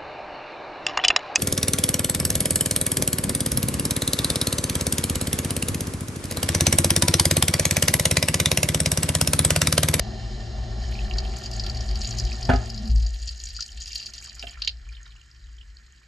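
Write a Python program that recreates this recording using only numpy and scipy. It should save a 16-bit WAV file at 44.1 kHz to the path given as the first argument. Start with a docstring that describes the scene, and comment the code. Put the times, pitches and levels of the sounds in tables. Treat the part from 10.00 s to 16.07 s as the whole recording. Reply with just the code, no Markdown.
"""A deep rumble and the hiss of water running into a washing machine drum, heard from among the clothes.
The jet drives the air modes of the drum and shakes the tub, and soon drops splash on the steel.
The valve shuts with a knock; the pressure wave makes the hose groan and the tub boom.
The last water splashes, trickles and drips over the faint background of the machine."""
import sys
import numpy as np
from scipy import signal
from scipy.fft import rfft, irfft, next_fast_len
from scipy.io import wavfile

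SR = 44100
rng = np.random.default_rng(int(sys.argv[2]) if len(sys.argv) > 2 else 0)


def put_to_file(sound):
    """Save the sound as 16-bit audio at rate SR, in the file named by the first command-line argument."""
    columns = np.atleast_2d(sound).T  # one column per channel
    safe = np.clip(columns, -1, 1)
    whole_steps = np.round(safe * 32767)
    wavfile.write(sys.argv[1], SR, whole_steps.astype(np.int16))


N = 267907
FFT_SIZE = next_fast_len(N)


# swell and fade of the inflow: (time [s], drum roar [dB], jet hiss [dB])
FLOW = [(0.0, -41, -46), (1.15, -42.5, -48), (1.84, -43.5, -47), (2.38, -40.5, -47), (2.5, -39, -49),
        (2.69, -46, -51), (2.84, -44.5, -48.5), (2.94, -52, -61), (3.04, -52, -54), (3.28, -64.5, -53.5),
        (3.97, -66.5, -56), (4.45, -61.5, -66), (4.73, -72, -63), (5.26, -80, -65.5), (6.07, -82.5, -69)]
# hollow body, the drum's low air modes: (pitch [Hz], width [Hz], gain [dB])
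DRUM_MODES = [(140.3, 110, -12.5), (210.5, 11, 4.5), (246.6, 21.5, -8.5), (368, 38.7, -5),
              (635.3, 88, -8.5), (766, 68, -6.5), (1160, 260, -24)]
# bright resonances among the clothes: (pitch [Hz], width [Hz], jet gain [dB], drop gain [dB])
CAVITY_MODES = [(1370, 31, -1.5, -27), (1800, 90, 4.5, 6.5), (2346, 225, -8, -1), (2750, 99, -1.5, 4.5),
                (3120, 155, 0, 0), (4147, 192, 2, -1), (4270, 117, 4.5, 0), (4660, 303, 1, 5),
                (5150, 433, -2, 0), (5610, 433, -7.5, -3.5), (6790, 340, -8, -3.5), (7800, 630, -16, -8.5),
                (10040, 3100, -36.5, -26), (11650, 410, -44, -20)]
JET_COLOUR, DROP_COLOUR = np.array(CAVITY_MODES)[:, :3], np.array(CAVITY_MODES)[:, [0, 1, 3]]
# thin whistles of the inlet: (pitch [Hz], width [Hz], gain [dB])
WHISTLES = [(3510, 91, -3.5), (4024, 29, 4.5), (5290, 57, -1), (5960, 57, -4.5), (6560, 90, -6),
            (7070, 63, -6)]

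def inflow():
    """The jet's noise rings the drum's air and the gaps among the clothes; both levels waver."""
    roar_db, hiss_db = envelopes(FLOW)
    roar = rms_one(modes(rng.standard_normal(N), DRUM_MODES))
    roar *= from_db(roar_db + 1.77 * drift(rate_hz=3.9))
    jet = rng.standard_normal(N)
    hiss = rms_one(modes(jet, JET_COLOUR) + modes(jet, WHISTLES))
    hiss *= from_db(hiss_db + .8 * drift(rate_hz=20.9))
    return roar + hiss


# weight of the rumble, before and after the valve shuts: (time [s], rocking [dB], overtone [dB])
RUMBLE_LEVELS = [
    [(0.0, -13, -52), (0.03, -34.5, -35), (1.31, -25, -41), (1.39, -38.5, -42), (1.79, -25, -35),
     (1.86, -24.5, -42.5), (1.98, -24.5, -37.5), (2.04, -28.5, -56), (2.09, -40, -34.5), (2.25, -23, -32.5),
     (2.34, -27, -49.5), (2.46, -28.5, -30)],
    [(3.3, -36.5, -60), (3.42, -41, -68), (3.52, -33.5, -58), (3.67, -54, -59), (3.69, -44.5, -72),
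     (3.79, -36, -59), (4.03, -50.5, -62.5), (4.82, -37, -59.5), (5.31, -55, -65.5), (5.45, -39.5, -62),
     (5.49, -39.5, -69.5), (6.07, -57.5, -69.5)],
]
# the tub's sway, rocking and overtone: (pitch [Hz], width [Hz], gain [dB])
TUB_MODES = [(42.5, 15, -3.5), (55.12, 10.3, 3), (112.3, 11.2, 0)]

def tub_rumble():
    """Turbulence rocks the tub on its springs in narrow modes."""
    rocking_db, overtone_db = envelopes(np.concatenate(RUMBLE_LEVELS))
    sway, rock, overtone = [from_db(db) * rough_tone(hz, width, top_hz=1.74 * hz)
                            for hz, width, db in TUB_MODES]
    return from_db(rocking_db) * rms_one(sway + rock) + from_db(overtone_db) * overtone


# up-front splashes: (time [s], peak [dB], centre [Hz], left over right [dB], spit peak [dB])
SPLASHES = [(0.8344, -35.5, 4470, 0.0, -58), (0.913, -37, 4060, -0.5, -49), (0.9393, -39, 4500, 6, -57),
            (1.0974, -34, 4560, 5, -54), (1.109, -23.5, 2750, -1.5, -67), (1.1332, -27.5, 4600, 0.5, -63),
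            (1.1824, -15.5, 4440, 0, -61), (1.2478, -30.5, 3130, -1, -53), (1.366, -30.5, 6760, 2, -49),
            (1.3833, -31, 5100, 3, -45), (1.4352, -29, 4810, 3, -50), (1.4578, -26, 4700, 0.5, -54),
            (1.5124, -26.5, 4760, 5, -45), (1.533, -25, 4670, 0.5, -52), (1.5634, -28.5, 6900, 2, -48),
            (1.5953, -19, 4700, 1.5, -65), (1.6356, -25, 4640, 2, -62), (1.6632, -22, 3890, -2.0, -46),
            (1.696, -21, 4760, 2.0, -48), (1.7454, -28.5, 4700, 1.0, -51), (1.7684, -25.5, 4690, 0.0, -54),
            (1.8058, -27.5, 5140, 3, -58), (1.8874, -26, 4540, 2, -60), (1.9111, -28, 4900, 1.0, -51),
            (1.9543, -23, 4470, 2.5, -47), (2.0142, -20, 4470, 1.5, -55), (2.0452, -22, 4300, -3, -56),
            (2.0726, -22, 6300, 1, -48), (2.1076, -24.5, 5230, 3, -54), (2.184, -21, 4950, 4, -40),
            (2.1966, -17, 5130, -1.5, -53), (2.249, -26, 4700, 2, -48), (2.3273, -25.5, 5300, 3.5, -63),
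            (2.409, -31, 6740, 1.5, -60), (2.426, -22.5, 4640, 1.5, -52), (2.45, -22, 4640, 1.5, -50),
            (2.5357, -28.5, 4800, 4, -58), (2.5572, -22.5, 4820, -2, -58), (2.658, -33, 4930, 5, -66),
            (2.6993, -25.5, 4830, 2, -47), (2.7432, -29.5, 4760, 4, -62), (2.7757, -27, 4600, 2.0, -66),
            (2.855, -31, 4660, 3, -52), (2.874, -28.5, 4550, 2, -49), (3.0626, -27.5, 4800, 2, -60),
            (3.225, -29.5, 4600, 1.0, -61), (3.274, -23.5, 5030, 4, -59), (3.288, -24, 4700, -1, -61),
            (3.3984, -28, 4800, 2, -54), (3.4364, -23, 6790, 2.0, -51), (3.454, -25.5, 6460, -1, -59),
            (3.5628, -24.5, 4660, 3, -61), (3.6051, -17, 4960, 3, -57), (3.6223, -21, 4830, 0, -55),
            (3.817, -28, 6640, 1, -68), (3.8861, -36, 5150, 8, -51), (3.929, -25.5, 4750, 5, -51),
            (3.9545, -18, 4190, 1, -38), (3.9786, -27.5, 6960, 1, -59), (4.0296, -34, 4800, 5, -58),
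            (4.0632, -25, 4660, 2, -46), (4.135, -28, 4700, 1, -58), (4.1785, -26.5, 4900, 3, -69),
            (4.2233, -34, 7000, 1, -50), (4.2407, -31, 6960, 1.5, -47), (4.3515, -41, 4900, 1.0, -50),
            (4.3933, -25, 4800, 1, -56), (4.4241, -24, 3260, 1, -46), (4.468, -29, 3000, -3, -51),
            (4.6185, -16, 3900, 2, -61), (4.6464, -22.5, 4380, 1, -71), (4.6737, -10.5, 3790, -1.5, -62)]

def splashes():
    """Each splash is a short burst in its own band that rings the steel, with a spit of fine droplets."""
    out, t = np.zeros((2, N)), np.arange(int(.08 * SR)) / SR
    attack_s, t60_s, tail_t60_s = 0.0012, 0.026, 0.15
    decay = from_db(-60 * t / t60_s) + from_db(-22.5 - 60 * t / tail_t60_s)
    spit_band = signal.butter(3, [8000, 13000], "band", fs=SR, output="sos")
    for s, db, hz, pan_db, spit_db in SPLASHES:
        burst = rng.standard_normal(len(t)) * np.minimum(t / attack_s, 1) * decay
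        band = resonate(resonate(burst, hz, 0.33 * hz), hz, 0.74 * hz)
        body = on_steel(band + from_db(-21.5) * burst)
        spit = signal.sosfilt(spit_band, burst)
        splash = from_db(db) * body / np.abs(body).max() + from_db(spit_db) * spit / np.abs(spit).max()
        add(out, s, from_db([[pan_db / 2], [-pan_db / 2]]) * splash)
    return out


# metallic ring of the drum wall: (pitch [Hz], width [Hz], gain [dB])
STEEL_MODES = [(4760, 120, -5), (4900, 150, -5), (6803, 146, -3.5)]

def on_steel(drops):
    """Drops sound through the gaps among the clothes and set the wall ringing."""
    return modes(drops, DROP_COLOUR) + modes(drops, STEEL_MODES)


# hits on the cabinet: (time [s], push [dB], rattle [dB], attack [s], rattle t60 [s])
KNOCKS = [(2.489, -11, -30.5, 0.0039, 0.057), (2.497, -10.5, -30.5, 0.0019, 0.065),
          (2.513, -19, -41, 0.0019, 0.16), (2.533, -17.5, -36.5, .002, 0.0497),
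          (2.548, -19, -53, .002, 0.4), (3.055, -46, -80, 0.0028, 0.091), (4.424, -50, -68, 0.0012, 0.061),
          (4.434, -55, -51, 0.0026, 0.027), (4.469, -57, -63, .001, 0.072)]
# boxy ring of the cabinet: (pitch [Hz], gain [dB], t60 [s])
CABINET_MODES = [(57.4, -6.5, 0.41), (255, -5, 0.09), (90, 0, 0.11), (392, -10.5, 0.06),
                 (487, -14.5, 0.032), (627, -6.5, 0.036), (699, -9, 0.099), (805, -5, 0.045),
                 (1252, -25.5, 0.16), (1370, -9, 0.02), (1532, -19, 0.067), (1684, -12.5, 0.05),
                 (2350, -44, 0.039), (2830, -27, 0.11), (3524, -30, 0.025)]

def knocks():
    """A soft push rings every cabinet mode; a dying rattle of loose parts drives the upper ones."""
    out, t = np.zeros(N), np.arange(int(.5 * SR)) / SR
    low_cut = signal.butter(2, 500, "high", fs=SR, output="sos")
    high_cut = signal.butter(2, 3300, fs=SR, output="sos")
    for s, push_db, rattle_db, attack_s, rattle_t60 in KNOCKS:
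        force = signal.sosfilt(low_cut, rng.standard_normal(len(t)))
        force *= from_db(rattle_db - 60 * t / rattle_t60)
        force[0] = from_db(push_db)
        knock = from_db(12) * signal.sosfilt(high_cut, force * (t > 0))  # rattle heard directly
        for k, (hz, mode_db, t60) in enumerate(CABINET_MODES):
            r, w = from_db(-60 / (t60 * SR)), 2 * np.pi * hz / SR
            ring = signal.lfilter([0, np.sin(w)], [1, -2 * r * np.cos(w), r * r], force)
            knock += (-1) ** k * from_db(mode_db) * ring
        add(out, s, knock * np.minimum(t / attack_s, 1))
    return out


# sub-bass ring-out of the tub: (pitch [Hz], level [dB], t60 [s])
BOOM_MODES = [(55.5, -9.5, 1.06), (43.6, -15.5, 0.91), (112.6, -28.5, .7)]

def tub_boom(start_s=2.885, attack_s=0.028):
    """The pressure wave gives the tub one slow shove and leaves it ringing."""
    t = np.maximum(np.arange(N) / SR - start_s, 0)
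    rings = sum(from_db(db - 60 * t / t60) * np.sin(2 * np.pi * hz * t) for hz, db, t60 in BOOM_MODES)
    return np.minimum(t / attack_s, 1) * rings


# voice of the hose: (pitch [Hz], width [Hz], gain [dB])
HOSE_MODES = [(212.5, 36, -5), (224, 8.1, -4)]

def hose_groan(start_s=2.62, peak_s=2.86, end_s=3.0, rise_db_per_s=52, fall_db_per_s=115):
    """The pressure wave sloshes in the hose: two rough low tones swell and fade."""
    t = np.arange(N) / SR
    gate = np.clip(np.minimum(t - start_s, end_s - t) / 0.035, 0, 1)
    level_db = -35 + np.minimum(rise_db_per_s * (t - peak_s), fall_db_per_s * (peak_s - t))
    tones = sum(from_db(db) * rough_tone(hz, width, top_hz=250) for hz, width, db in HOSE_MODES)
    return gate * from_db(level_db) * rms_one(tones)


# pitched plinks, the first two from small early splashes: (time [s], starting pitch [Hz], level [dB])
DRIPS = [(0.952, 2400, -37), (0.989, 2620, -35.5), (2.317, 2440, -32), (3.588, 1370, -42.5),
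         (3.689, 3060, -37), (3.913, 2320, -42), (4.223, 2380, -39.5), (4.514, 3150, -38),
         (4.769, 4940, -44), (4.889, 2370, -44.5), (4.888, 6690, -37.5), (4.9233, 4570, -35),
         (4.949, 3630, -41), (4.967, 3030, -40), (5.0, 1800, -48), (5.012, 6900, -43), (5.03, 6440, -35),
         (5.0604, 3760, -41), (5.105, 3880, -44), (5.161, 2880, -43), (5.2127, 2850, -47),
         (5.214, 6950, -47), (5.312, 4970, -41), (5.345, 5100, -39), (5.439, 4000, -48), (5.469, 3160, -52),
         (5.583, 3120, -43.5), (5.611, 2950, -38.5), (5.768, 4370, -39), (5.922, 6760, -41)]

def drips(t60_cycles=80):
    """Each plink rings briefly and rises in pitch, roughened by the breaking surface; most are trapped bubbles."""
    out, t = np.zeros(N), np.arange(int(.05 * SR)) / SR
    for s, hz, db in DRIPS:
        envelope = np.minimum(t / 0.002, 1) ** 2 * from_db(-60 * t * hz / t60_cycles)
        bubble = np.sin(2 * np.pi * hz * (t + 0.74 * t ** 2))
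        noise = rng.standard_normal(len(t))
        scratch = .9 * rms_one(resonate(resonate(noise, hz, .12 * hz), hz, .2 * hz))
        add(out, s, from_db(db) * envelope * (bubble + scratch))
    return out


# sizzle of the spray: (time [s], level [dB])
SPRAY_LEVELS = [(0.8, -54.5), (1.27, -49), (1.9, -48), (2.12, -39.5), (2.25, -43), (2.68, -49), (2.85, -48),
                (3.84, -44), (4.06, -41.5), (4.35, -50), (4.54, -48.5), (4.7, -74), (5.14, -62),
                (6.07, -68.5)]

def spray():
    """Small drops tick on the steel at many pitches."""
    ticks = grains(per_s=400, spread_db=3.5, pitches=np.geomspace(3630, 12730, 10),
                   cycles=7.4, puff_s=0.0033)
    return from_db(envelopes(SPRAY_LEVELS)[0]) * rms_one(on_steel(ticks))


# ebb and flow of the trickle: (time [s], level [dB])
TRICKLE_LEVELS = [(0.8, -53), (1.08, -51), (2.41, -53), (2.88, -59.5), (3.07, -72), (3.82, -66), (4.1, -58),
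                  (4.56, -53), (4.73, -65), (5.1, -59.5), (5.32, -70), (6.07, -68)]

def trickle():
    """Soft, dense bubbling of many sizes, coloured like the jet."""
    bubbles = grains(per_s=240, spread_db=4.5, pitches=np.geomspace(1153, 4000, 8),
                     cycles=6.5, puff_s=0.0049)
    coloured = modes(bubbles, JET_COLOUR) + from_db(-8) * bubbles
    return from_db(envelopes(TRICKLE_LEVELS)[0]) * rms_one(coloured)


# tone of the noise bed: (frequency [Hz], gain [dB])
BED_EQ = [(76, -30), (130, -0.5), (278, -12.5), (351, -12.5), (668, -28.5), (1200, -17), (1770, -6),
          (3370, -26.5), (4870, -23), (7930, -18.5), (9270, -56), (11900, -32.5), (13700, -52.5)]

def machine_bed(level_db=-64):
    """Faint steady background noise of the machine."""
    spectrum = rfft(rng.standard_normal(N), FFT_SIZE) * from_db(over_frequency(BED_EQ))
    return from_db(level_db) * rms_one(irfft(spectrum, FFT_SIZE)[:N])


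# stereo balance: (frequency [Hz], left over right [dB])
BALANCE = [(60, 1), (110, 3.5), (200, -1), (360, 4.5), (660, -2.5), (1200, 0), (2190, -7.5), (3990, 0),
           (7270, 0.5), (13200, -6)]
# stereo phase: (frequency [Hz], left lead [rad])
LEFT_LEAD = [(130, 0), (520, -.9), (860, -.9), (1120, .6), (1890, .4), (2150, 1.9), (2410, .4), (2840, 1.2),
             (3360, .2), (3700, 1.4), (3960, -.6), (4570, 0)]
# width from scattered sound: (frequency [Hz], side gain [dB])
SIDE_EQ = [(60, -31.5), (250, -31.5), (600, -10.5), (1200, -6.5), (2400, -9), (4500, -12), (8000, -24),
           (12000, -5)]

def stereo_image(direct, scattered):
    """Left and right differ in level and phase by pitch; scattered sound reaches them in opposition."""
    left = from_db(over_frequency(BALANCE) / 2) * np.exp(.5j * over_frequency(LEFT_LEAD))
    side = from_db(over_frequency(SIDE_EQ)) * rfft(scattered, FFT_SIZE)
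    spectra = rfft(direct, FFT_SIZE) + side * [[1], [-1]]
    return irfft(spectra * np.array([left, 1 / left]), FFT_SIZE)[:, :N]


def grains(per_s, spread_db, pitches, cycles, puff_s, start_s=0.8):
    """Random puffs of noise in clumps, each ringing some cycles at one of the pitches; rms 1."""
    born = rng.random(N) < per_s * from_db(2.5 * drift(rate_hz=15)) / SR
    sizes = born * from_db(spread_db * np.minimum(rng.exponential(1, N), 3))
    pitch_index = rng.integers(0, len(pitches), N)
    noise, rings = rng.standard_normal(N), np.zeros(N)
    decay = np.exp(-1 / (puff_s * SR))
    for k, hz in enumerate(pitches):
        puffs = noise * signal.lfilter([1], [1, -decay], sizes * (pitch_index == k) + 1e-18)
        rings += resonate(resonate(puffs, hz, 2 * hz / cycles), hz, 11 * hz / cycles) / np.sqrt(hz)
    return rms_one(rings * (np.arange(N) / SR > start_s))


def rough_tone(hz, width_hz, top_hz):
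    """A narrow band of noise, its random beating partly evened out and its top rolled off; rms 1."""
    band = rms_one(resonate(resonate(rng.standard_normal(N), hz, width_hz), hz, 2.3 * width_hz))
    beating = np.abs(signal.hilbert(band, FFT_SIZE)[:N]) + 1e-9
    high_cut = signal.butter(4, top_hz, fs=SR, output="sos")
    return rms_one(signal.sosfiltfilt(high_cut, band / np.sqrt(beating)))


def resonate(x, hz, width_hz):
    """One resonance of gain 1 at its top."""
    r = np.exp(-np.pi * width_hz / SR)
    feedback = [1, -2 * r * np.cos(2 * np.pi * hz / SR), r * r]
    return signal.lfilter(np.array([1, 0, -1]) * (1 - r * r) / 2, feedback, x + 1e-18)


def modes(x, table):
    """Parallel resonances of alternating sign."""
    return sum((-1) ** k * from_db(db) * resonate(x, hz, width)
               for k, (hz, width, db) in enumerate(table))


def drift(rate_hz):
    """Slow random wander of rms 1."""
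    hop = 40
    r = np.exp(-2 * np.pi * rate_hz * hop / SR)
    slow = signal.lfilter([1], [1, -2 * r, r * r], rng.standard_normal(N // hop + 2002))[2000:]
    return np.interp(np.arange(N) / hop, np.arange(len(slow)), rms_one(slow))


def envelopes(rows):
    """Each level column of a timed table, at every sample."""
    s, *columns = np.transpose(rows)
    return [np.interp(np.arange(N) / SR, s, column) for column in columns]


def over_frequency(points):
    """A curve over log frequency, at every FFT bin."""
    hz, value = np.transpose(points)
    return np.interp(np.log(np.fft.rfftfreq(FFT_SIZE, 1 / SR) + 1), np.log(hz + 1), value)


def from_db(db):
    """Gain of a level."""
    return 10 ** (np.asarray(db) / 20)


def rms_one(x):
    """Scaled to rms 1."""
    return x / np.sqrt(np.mean(x ** 2) + 1e-20)


def add(out, s, sound):
    """Lays a sound in at a time."""
    i = int(s * SR)
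    out[..., i:i + sound.shape[-1]] += sound[..., :N - i]


def scene():
    """All sources arrive directly, and again 17 ms later by a longer way round the drum."""
    wash = inflow() + spray() + trickle() + machine_bed() + tub_rumble()
    direct = wash + drips() + knocks() + tub_boom() + hose_groan() + splashes()
    delay = int(.017 * SR)
    lead_in = wash[delay:0:-1]  # the water is already running at the start
    scattered = np.concatenate([lead_in, direct[0, :-delay]])
    return stereo_image(direct, scattered)


def record(dry):
    """The deepest bass is rolled off and the top is cut steeply."""
    thinned = signal.sosfilt(signal.butter(2, 30, "high", fs=SR, output="sos"), dry)
    return signal.sosfilt(signal.butter(14, 13850, fs=SR, output="sos"), thinned)


dry = scene()
out = record(dry)
put_to_file(out)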